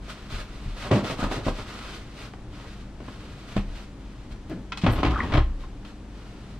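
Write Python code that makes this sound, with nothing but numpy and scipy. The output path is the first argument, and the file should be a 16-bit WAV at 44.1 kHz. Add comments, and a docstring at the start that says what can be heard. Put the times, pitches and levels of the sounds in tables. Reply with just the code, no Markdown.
"""A pillow is shaken down into its cotton case, turned over and dropped on the upper bunk of a small sleeper cabin.
Then upholstery creaks and a fitting at the lower berth is unlatched, dragged and bumped while clothes rustle.
Cloth is coloured stick-slip crackle; blows ring damped modes; the squeaks are rising chirps.
The standing train hums and its ventilation blows as filtered noise, with short echoes from the cabin walls.
Two close microphone ports by the door share the bass and differ in the treble."""
import sys
import numpy as np
from scipy import signal
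from scipy.fft import rfft, irfft, next_fast_len
from scipy.io import wavfile
from scipy.ndimage import uniform_filter1d

SR = 44100
rng = np.random.default_rng(int(sys.argv[2]) if len(sys.argv) > 2 else 0)


def generate_wav(sig):
    """Save sig (samples, or channels by samples) to the path in sys.argv[1] as 16-bit PCM at SR."""
    pcm = np.round(np.clip(np.atleast_2d(sig).T, -1, 1) * 32767).astype(np.int16)
    wavfile.write(sys.argv[1], SR, pcm)


N = 290883
T = np.arange(N) / SR  # seconds

# spectrum of slapping and crinkling cotton: (frequency [Hz], relative level per Hz [dB])
SLAP_SPECTRUM = [(150, -11.5), (500, 4.5), (800, 1), (1250, -0.5), (1600, -8.5), (2400, -12.5),
                 (4000, -19.5), (8000, -32.5), (15000, -57)]


def undb(db):
    """Decibels to gain."""
    return 10 ** (np.asarray(db) / 20)


def unit(x):
    """Scale to rms 1."""
    return x / np.sqrt(np.mean(x ** 2))


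def decay(age, t60):
    """Exponential fall by 60 dB in t60 seconds."""
    return np.exp(-np.log(1000) * age / t60)


def curve(rows):
    """Gain over time from (time [s], level [dB]) rows, silent outside them."""
    s, db = np.transpose(rows)
    return undb(np.interp(T, s, db, left=-np.inf, right=-np.inf))


def colour(x, spectrum):
    """Give a sound a spectrum, silent outside its table, at rms 1."""
    hz, db = np.transpose(spectrum)
    size = next_fast_len(N, True)
    bins = np.maximum(np.fft.rfftfreq(size, 1 / SR), 1)
    gain = undb(np.interp(np.log(bins), np.log(hz), db, left=-np.inf, right=-np.inf))
    return unit(irfft(rfft(x, size) * gain, size)[..., :N])


def walk(rate):
    """Smooth chance with a spread near 1, changing rate times a second."""
    hold = max(int(SR / rate), 1)
    steps = np.repeat(rng.standard_normal(N // hold + 1), hold)
    return unit(uniform_filter1d(steps, hold)[:N])


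def slips(rate, spread_db):
    """Tiny stick-slip releases, rate a second on average; a positive spread makes a few much larger."""
    size = undb(spread_db * np.minimum(rng.exponential(size=N), 4))
    return (rng.random(N) < rate / SR) * rng.choice([-1, 1], N) * size


def ports(three, split_hz=3000, slope=1.39, lag_s=3.4e-5):
    """Two close ports share one sound in the bass, a little later at the left; each has its own treble."""
    size = next_fast_len(N, True)
    hz = np.maximum(np.fft.rfftfreq(size, 1 / SR), 1)
    apart = 1 / (1 + (split_hz / hz) ** slope)  # share of power that is separate
    delay = np.exp(-2j * np.pi * hz * np.array([[lag_s], [0]]))
    bins = rfft(three, size)
    shared = bins[0] * delay * np.sqrt(1 - apart)
    return irfft(shared + bins[1:] * np.sqrt(apart), size)[:, :N]


def grain(spectrum, rate, spread_db):
    """A coloured crackle, spread over the two ports, at rms 1."""
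    return colour(ports([slips(rate, spread_db) for _ in range(3)]), spectrum)


def burst(s, rise, t60):
    """Envelope that climbs from time s and then dies away."""
    age, rise = np.maximum(T - s, 0), max(rise, 1 / SR)
    return np.minimum(age / rise, 1) * decay(np.maximum(age - rise, 0), t60)


def rub(s, length, attack, t60):
    """Envelope of a sliding movement: it gathers speed and dies away once its length has passed."""
    age = np.maximum(T - s, 0)
    return np.minimum(age / max(attack, 1 / SR), 1) * decay(np.maximum(age - length, 0), t60)


def ring(hz, t60):
    """One second of a damped mode; it builds up over half a cycle."""
    t = T[:SR]
    return np.minimum(2 * hz * t, 1) * np.sin(2 * np.pi * hz * t) * decay(t, t60)


def thud(s, centre_hz, modes, reach):
    """A blow wakes the modes mostly within reach (in log frequency) of its centre."""
    sound = sum(undb(db) * np.exp(-(np.log(hz / centre_hz) / reach) ** 2) * ring(hz, t60)
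                for hz, db, t60 in modes)
    return np.pad(sound, (int(s * SR), N))[:N]


def push(s, contact):
    """A smooth blow of unit area; a longer contact holds less treble."""
    force = np.sin(np.pi * np.clip((T - s) / contact, 0, 1)) ** 2
    return force / force.sum()


def pan(db):
    """Left and right gains for a level difference, left minus right."""
    return undb(np.array([[db], [-db]]) / 2)


def rustle():
    """Threads catch and slip in each stroke; long strokes swell slowly; passing folds flutter and crinkle."""
    # cloth over cloth (case, pillow, sleeves): (start [s], length [s], relative friction level [dB])
    strokes = [(0, 0.27, -54), (0.072, 0.033, -44.5), (0.279, 0.13, -44.5), (0.435, 0.33, -54.5),
               (0.742, .07, -49.5), (0.791, 0.08, -44), (0.912, 0.07, -41), (1.028, 0.088, -40),
               (1.167, 0.081, -41.5), (1.29, 0.077, -40.5), (1.427, 0.061, -43), (1.523, 0.1, -46.5),
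               (1.623, 0.34, -47), (1.966, 0.18, -56.5), (2.134, 0.12, -49), (2.496, 0.23, -53.5),
               (2.738, 0.08, -58.5), (2.977, 0.48, -55.5), (3.445, 0.15, -51.5), (3.655, 0.08, -57),
               (3.723, 0.11, -52.5), (3.93, 0.33, -65), (4.291, 0.028, -54.5), (4.467, 0.075, -58),
               (5.58, 0.048, -55.5), (5.838, 0.051, -55.5), (6.073, 0.48, -60)]
    # rubbed cotton: (frequency [Hz], relative level per Hz [dB])
    cotton = [(300, -10.5), (600, -6.5), (840, -12), (1310, -3.5), (1700, -8), (2900, -8.5), (4100, -10.5),
              (7400, -23), (8560, -22.5), (10000, -30.5), (12700, -33), (15500, -50)]
    # pillow along the inside of the tight case: (start [s], length [s], level [dB])
    slides = [(1.182, 0.054, -35.5), (1.72, 0.16, -50.5)]
    # hollow rasp of those slides: (frequency [Hz], relative level per Hz [dB])
    hollow = [(750, -16), (1270, 0), (1800, -26)]
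    # the swell takes 23 ms plus a share of the stroke's length; overlapping strokes add as power
    power = sum((undb(db) * rub(s, length, attack=0.023 + 0.14 * length, t60=0.22)) ** 2
                for s, length, db in strokes)
    flutter = undb(4.0 + 1.17 * walk(60))
    friction = grain(cotton, rate=12000, spread_db=2.0) * flutter
    crinkle = undb(-5) * grain(SLAP_SPECTRUM, rate=160, spread_db=3.5)
    sliding = sum(undb(db) * rub(s, length, attack=.03, t60=0.18) for s, length, db in slides)
    rasp = sliding * grain(hollow, rate=500, spread_db=-0.5)
    return (friction + crinkle) * np.sqrt(power) + rasp


def train():
    """Ventilation noise under a slightly unsteady machine hum."""
    # ventilation: (frequency [Hz], relative level per Hz [dB])
    vent = [(15, 2), (30, -2.5), (60, -4), (120, -3), (160, -10), (270, -9), (450, -19), (1000, -24.5),
            (2000, -31.5), (2900, -33), (6000, -40.5), (8900, -45.5), (12500, -57.5), (15500, -72)]
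    # hum of the train: (frequency [Hz], middle rms level [dB])
    hum_tones = [(48.4, -45), (199.2, -52), (301.5, -58)]
    vent_db = -42
    air = colour(ports(rng.standard_normal((3, N))), vent) * undb(vent_db + 0.1 * walk(4.2))
    hum = np.zeros(N)
    for hz, db in hum_tones:
        level = undb(db + 1.53 * walk(11)) * np.sqrt(2)
        hum += level * np.sin(2 * np.pi * hz * T + 0.59 * walk(7))
    return air + hum


def wafts():
    """The moving pillow or body pushes air, which sets the small cabin booming softly."""
    # pushes of air: (time [s], relative level [dB])
    air_pushes = [(0.323, -28.5), (0.659, -26.5), (1.223, -24.5), (1.466, -24.5), (3.563, -23.5),
                  (3.681, -36), (4.306, -35.5)]
    air = sum(undb(db) * push(s, contact=0.0019) for s, db in air_pushes)
    boom = ring(hz=35.4, t60=0.53)
    boom = boom + undb(-1.0) * ring(hz=84.6, t60=0.15) + undb(-2) * ring(hz=125.6, t60=0.11)
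    return undb(3.5) * signal.fftconvolve(air, boom)[:N]


def flaps():
    """Cloth snaps taut or the pillow lands: a crackling slap and a hollow thump of the filled case."""
    # jerks: (time [s], relative slap level [dB], relative body level [dB], t60 [s])
    jerks = [(.845, -36, -41, 0.6), (0.909, -25.5, -20, 0.41), (1.037, -36.5, -34, 0.17),
             (1.098, -34, -33, 0.22), (1.185, -37, -37.5, 0.3), (1.226, -30, -31, 0.25),
             (1.312, -27.5, -37, 0.12), (1.362, -39, -32.5, 0.4), (1.464, -29, -25.5, 0.13),
             (1.481, -28, -34, 0.083), (1.585, -32.5, -37, 0.089), (2.333, -39.5, -57, 0.1),
             (2.643, -45.5, -62, .14), (3.001, -42.5, -43.5, 0.099), (3.079, -39, -43, 0.084),
             (3.562, -26.5, -30.5, 0.097)]
    # filled case: (frequency [Hz], relative level per Hz [dB])
    case_spectrum = [(55, -23), (118, 4), (150, -5), (310, -0.5), (440, -17), (540, -11), (1200, -33)]
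    slap, body = np.zeros((2, N))
    for s, slap_db, body_db, t60 in jerks:
        jerk = burst(s, rise=0.0034, t60=t60)
        slap += undb(slap_db) * jerk
        body += undb(body_db) * jerk
    slap_sound = undb(.5) * slap * grain(SLAP_SPECTRUM, rate=1200, spread_db=3.0)
    return slap_sound + undb(3.0) * body * grain(case_spectrum, rate=2900, spread_db=0.5)


def pats():
    """The pillow's weight meets case bottom or bunk: a short hollow thump and a crack of tight cotton."""
    # hits: (time [s], relative thump level [dB], centre of the modes woken [Hz], crack level [dB])
    hits = [(.912, -10.5, 310, -29.5), (0.928, -9.5, 149, -38), (.957, -15, 198, -43),
            (1.044, -35, 260, -37), (1.229, -24, 224, -50), (1.474, -27, 190, -58), (3.564, -14, 180, -33)]
    # modes of the pillow and the air around it: (frequency [Hz], relative level [dB], t60 [s])
    pillow_modes = [(127, -2.5, .16), (201.7, 0.5, 0.13), (277, -3, 0.1), (364, 0, 0.076), (526, 8.5, 0.15)]
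    # tight cotton: (frequency [Hz], relative level per Hz [dB])
    crack_spectrum = [(900, -7), (2100, 1), (3100, -2.5), (14000, -37.5)]
    thumps = sum(undb(db) * thud(s, hz, pillow_modes, reach=.36) for s, db, hz, _ in hits)
    crack = sum(undb(db) * burst(s, rise=0.0026, t60=0.12) for s, _, _, db in hits)
    return thumps + crack * grain(crack_spectrum, rate=1800, spread_db=5.5)


def creak(jitter=0.076):
    """Uneven stick-slip pulses in the upholstery as it is gripped."""
    # course of the grip: (time [s], middle slip rate [1/s], level [dB])
    grip = [(4.498, 320, -35), (4.52, 376, -28.5), (4.545, 170, -41), (4.565, 177, -36.5),
            (4.59, 264, -41.5), (4.62, 220, -48)]
    # upholstery: (frequency [Hz], relative level per Hz [dB])
    upholstery = [(100, 20.5), (340, 0.5), (680, -9.5), (1000, -22), (1700, -19.5), (6000, -55)]
    s, rate, db = np.transpose(grip)
    turns = np.cumsum(np.interp(T, s, rate) * (1 + jitter * walk(200))) / SR
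    # one pulse at each whole turn
    pulses = np.diff(np.floor(turns), prepend=0) * undb(1.9 * walk(270))
    return colour(pulses, upholstery) * curve(np.column_stack([s, db]))


def catch():
    """The fitting's catch: short dry clacks that ring the metal, each with a bright tick on top."""
    # clicks: (time [s], relative level [dB], treble level [dB], t60 [s], centre of the modes woken [Hz])
    clicks = [(4.72, -27.5, -55, 0.058, 1800), (4.773, -34, -38, 0.1, 3200),
              (4.815, -39.5, -47, 0.24, 3000), (5.849, -44.5, -54, 0.065, 1880)]
    # clack, then tick: (frequency [Hz], relative level per Hz [dB])
    clack_spectrum = [(200, -13), (1200, 2), (1700, -2.5), (3200, -1), (6500, -19), (13000, -65)]
    tick_spectrum = [(1500, -20), (4000, 5), (8000, -8), (12000, -22), (15000, -32)]
    # ringing metal: (frequency [Hz], relative level [dB], t60 [s])
    metal_modes = [(1104, 2, 0.095), (1355, 3, 0.081), (2010, -18, 0.11), (2550, -3, 0.12),
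                   (3260, 0, 0.045)]
    clack = sum(undb(db) * burst(s, 0.0011, t60) for s, db, _, t60, _ in clicks)
    tick = sum(undb(db) * burst(s, 0.0006, t60) for s, _, db, t60, _ in clicks)
    metal = sum(undb(db) * thud(s, hz, metal_modes, reach=0.6) for s, db, _, _, hz in clicks)
    clack_sound = clack * grain(clack_spectrum, rate=5000, spread_db=4.5)
    tick_sound = tick * grain(tick_spectrum, rate=21000, spread_db=-4.0)
    return clack_sound + tick_sound + undb(-4.5) * metal


def fitting():
    """Bumps ring the panel and rattle its loose joints; the drag scrapes dully, squeaks and skids briefly."""
    # bumps: (time [s], thud level [dB], centre of the modes woken [Hz], rattle level [dB]), all levels relative
    bumps = [(4.836, -10, 172, -27), (4.863, -12.5, 670, -23.5), (4.884, -8.5, 123, -37),
             (4.931, -23, 350, -43), (5.03, -23, 1100, -24), (5.047, -15, 302, -28.5),
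             (5.061, -19, 55.3, -34), (5.32, -16.5, 32, -28.5), (5.337, -11, 121, -26.5),
             (5.351, -18.5, 250, -31.5), (5.369, -10.5, 98, -25), (5.397, -11.5, 59.4, -58),
             (5.637, -36.5, 1036, -48)]
    # modes of the fitting and its panel: (frequency [Hz], relative level [dB], t60 [s])
    panel_modes = [(30.3, -1.5, 0.99), (59.7, 0.5, 0.47), (112.8, -1, 0.172), (176.3, 0.5, 0.102),
                   (298.2, -4.5, 0.19), (567, -6, 0.094), (766, -2.5, 0.032), (1062, -3, 0.086),
                   (1320, -12.5, 0.1), (1690, -13, 0.063), (2370, -24, 0.065), (3110, -17, 0.025)]
    # loose joints, dull scrape, bright skid: (frequency [Hz], relative level per Hz [dB])
    rattle_spectrum = [(120, -19.5), (280, -5), (459, -14), (560, -10), (1090, -14.5), (3230, -22),
                       (4300, -31), (12700, -62.5), (15000, -76)]
    scrape_spectrum = [(150, -7.5), (292, -2), (450, -12), (1250, -12.5), (1650, -21.5), (3200, -22.5),
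                       (14500, -58)]
    skid_spectrum = [(6500, -35), (8200, 2.5), (10000, -7), (12800, 0), (13400, -8), (14000, -33)]
    thuds = sum(undb(db) * thud(s, hz, panel_modes, reach=0.444) for s, db, hz, _ in bumps)
    shake = sum(undb(db) * burst(s, rise=0.0022, t60=0.12) for s, _, _, db in bumps)
    # the sliding catches and lets go
    drag = rub(4.84, length=0.498, attack=0.023, t60=0.21) * undb(-37.0 + 2.0 * walk(70))
    # neighbouring modes have opposite polarity
    modes = sum((-1) ** k * undb(db) * ring(hz, t60) for k, (hz, db, t60) in enumerate(panel_modes))
    judder = unit(slips(rate=400, spread_db=2.5)) * (drag + undb(3.0) * shake)
    panel = signal.fftconvolve(judder, modes / np.linalg.norm(modes))[:N]
    rattle = grain(rattle_spectrum, rate=810, spread_db=0.6) * undb(2.5) * shake
    scrape = grain(scrape_spectrum, rate=900, spread_db=0.5) * undb(3.5) * drag
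    rumble = grain([(20, -11), (70, 2.5), (125, -8), (200, -19)], rate=2400, spread_db=0.0) * drag
    skid = grain(skid_spectrum, rate=9300, spread_db=-3.0) * burst(4.908, rise=0.019, t60=0.15)
    return thuds + panel + rattle + scrape + undb(6) * rumble + squeak() + undb(-47.5) * skid


def squeak(waver=.15, rough=1.07, octaves_per_s=7.9):
    """Each brief grip of the sliding fitting gives a rough chirp that climbs in pitch."""
    # chirps: (start [s], length [s], middle starting pitch [Hz], relative peak level [dB])
    chirps = [(5.127, 0.028, 1300, -36), (5.152, .026, 1187, -27), (5.165, 0.027, 1450, -33),
              (5.186, 0.019, 1240, -28), (5.199, 0.013, 1750, -29), (5.204, 0.011, 1120, -31)]
    out, unsteady = np.zeros(N), 1 + waver * walk(400)
    for s, length, hz, db in chirps:
        age = np.clip(T - s, 0, length)
        turns = np.cumsum(hz * 2 ** (octaves_per_s * age) * unsteady) / SR
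        out += undb(db) * np.sin(np.pi * age / length) * np.sin(2 * np.pi * turns)
    return out * (1 + rough * walk(600))


def cabin(x, t60=0.28, wet_db=-8, low_hz=220):
    """Close walls answer after 3 ms with echoes thin in the bass; the bedding soon soaks them up."""
    t = T[:SR // 2]
    tails = rng.standard_normal((3, len(t))) * decay(t, t60) * (t > .003)
    tails = tails[0] + 0.3 * tails[1:]  # the ports hear nearly the same echoes
    tails /= np.linalg.norm(tails, axis=1, keepdims=True)
    tails = signal.sosfilt(signal.butter(2, low_hz, "high", fs=SR, output="sos"), tails)
    return x + undb(wet_db) * signal.fftconvolve(x, tails, axes=1)[:, :N]


def scene():
    """All handling sounds in the cabin, over the train."""
    cloth = pan(-1.8) * (rustle() + flaps())
    bedding = cloth + pan(-0.7) * pats() + wafts()
    berth = creak() + pan(-0.6) * (catch() + fitting())
    return cabin(bedding + berth) + train()


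def record(dry):
    """Each microphone port adds its own colour; the top is cut above 15.7 kHz."""
    # difference between the ports: (frequency [Hz], left minus right [dB])
    port_tilt = [(100, 1.2), (700, 1.5), (1300, 1), (2300, 3), (4400, 2), (8000, 0), (13000, -2.5)]
    hz, db = np.transpose(port_tilt)
    bins = np.maximum(np.fft.rfftfreq(N, 1 / SR), 1)
    tilt = np.interp(np.log(bins), np.log(hz), db) * np.array([[.5], [-.5]])
    tilted = irfft(rfft(dry) * undb(tilt), N)
    return signal.sosfilt(signal.ellip(8, .2, 70, 15700, fs=SR, output="sos"), tilted)


dry = scene()
out = record(dry)
generate_wav(out)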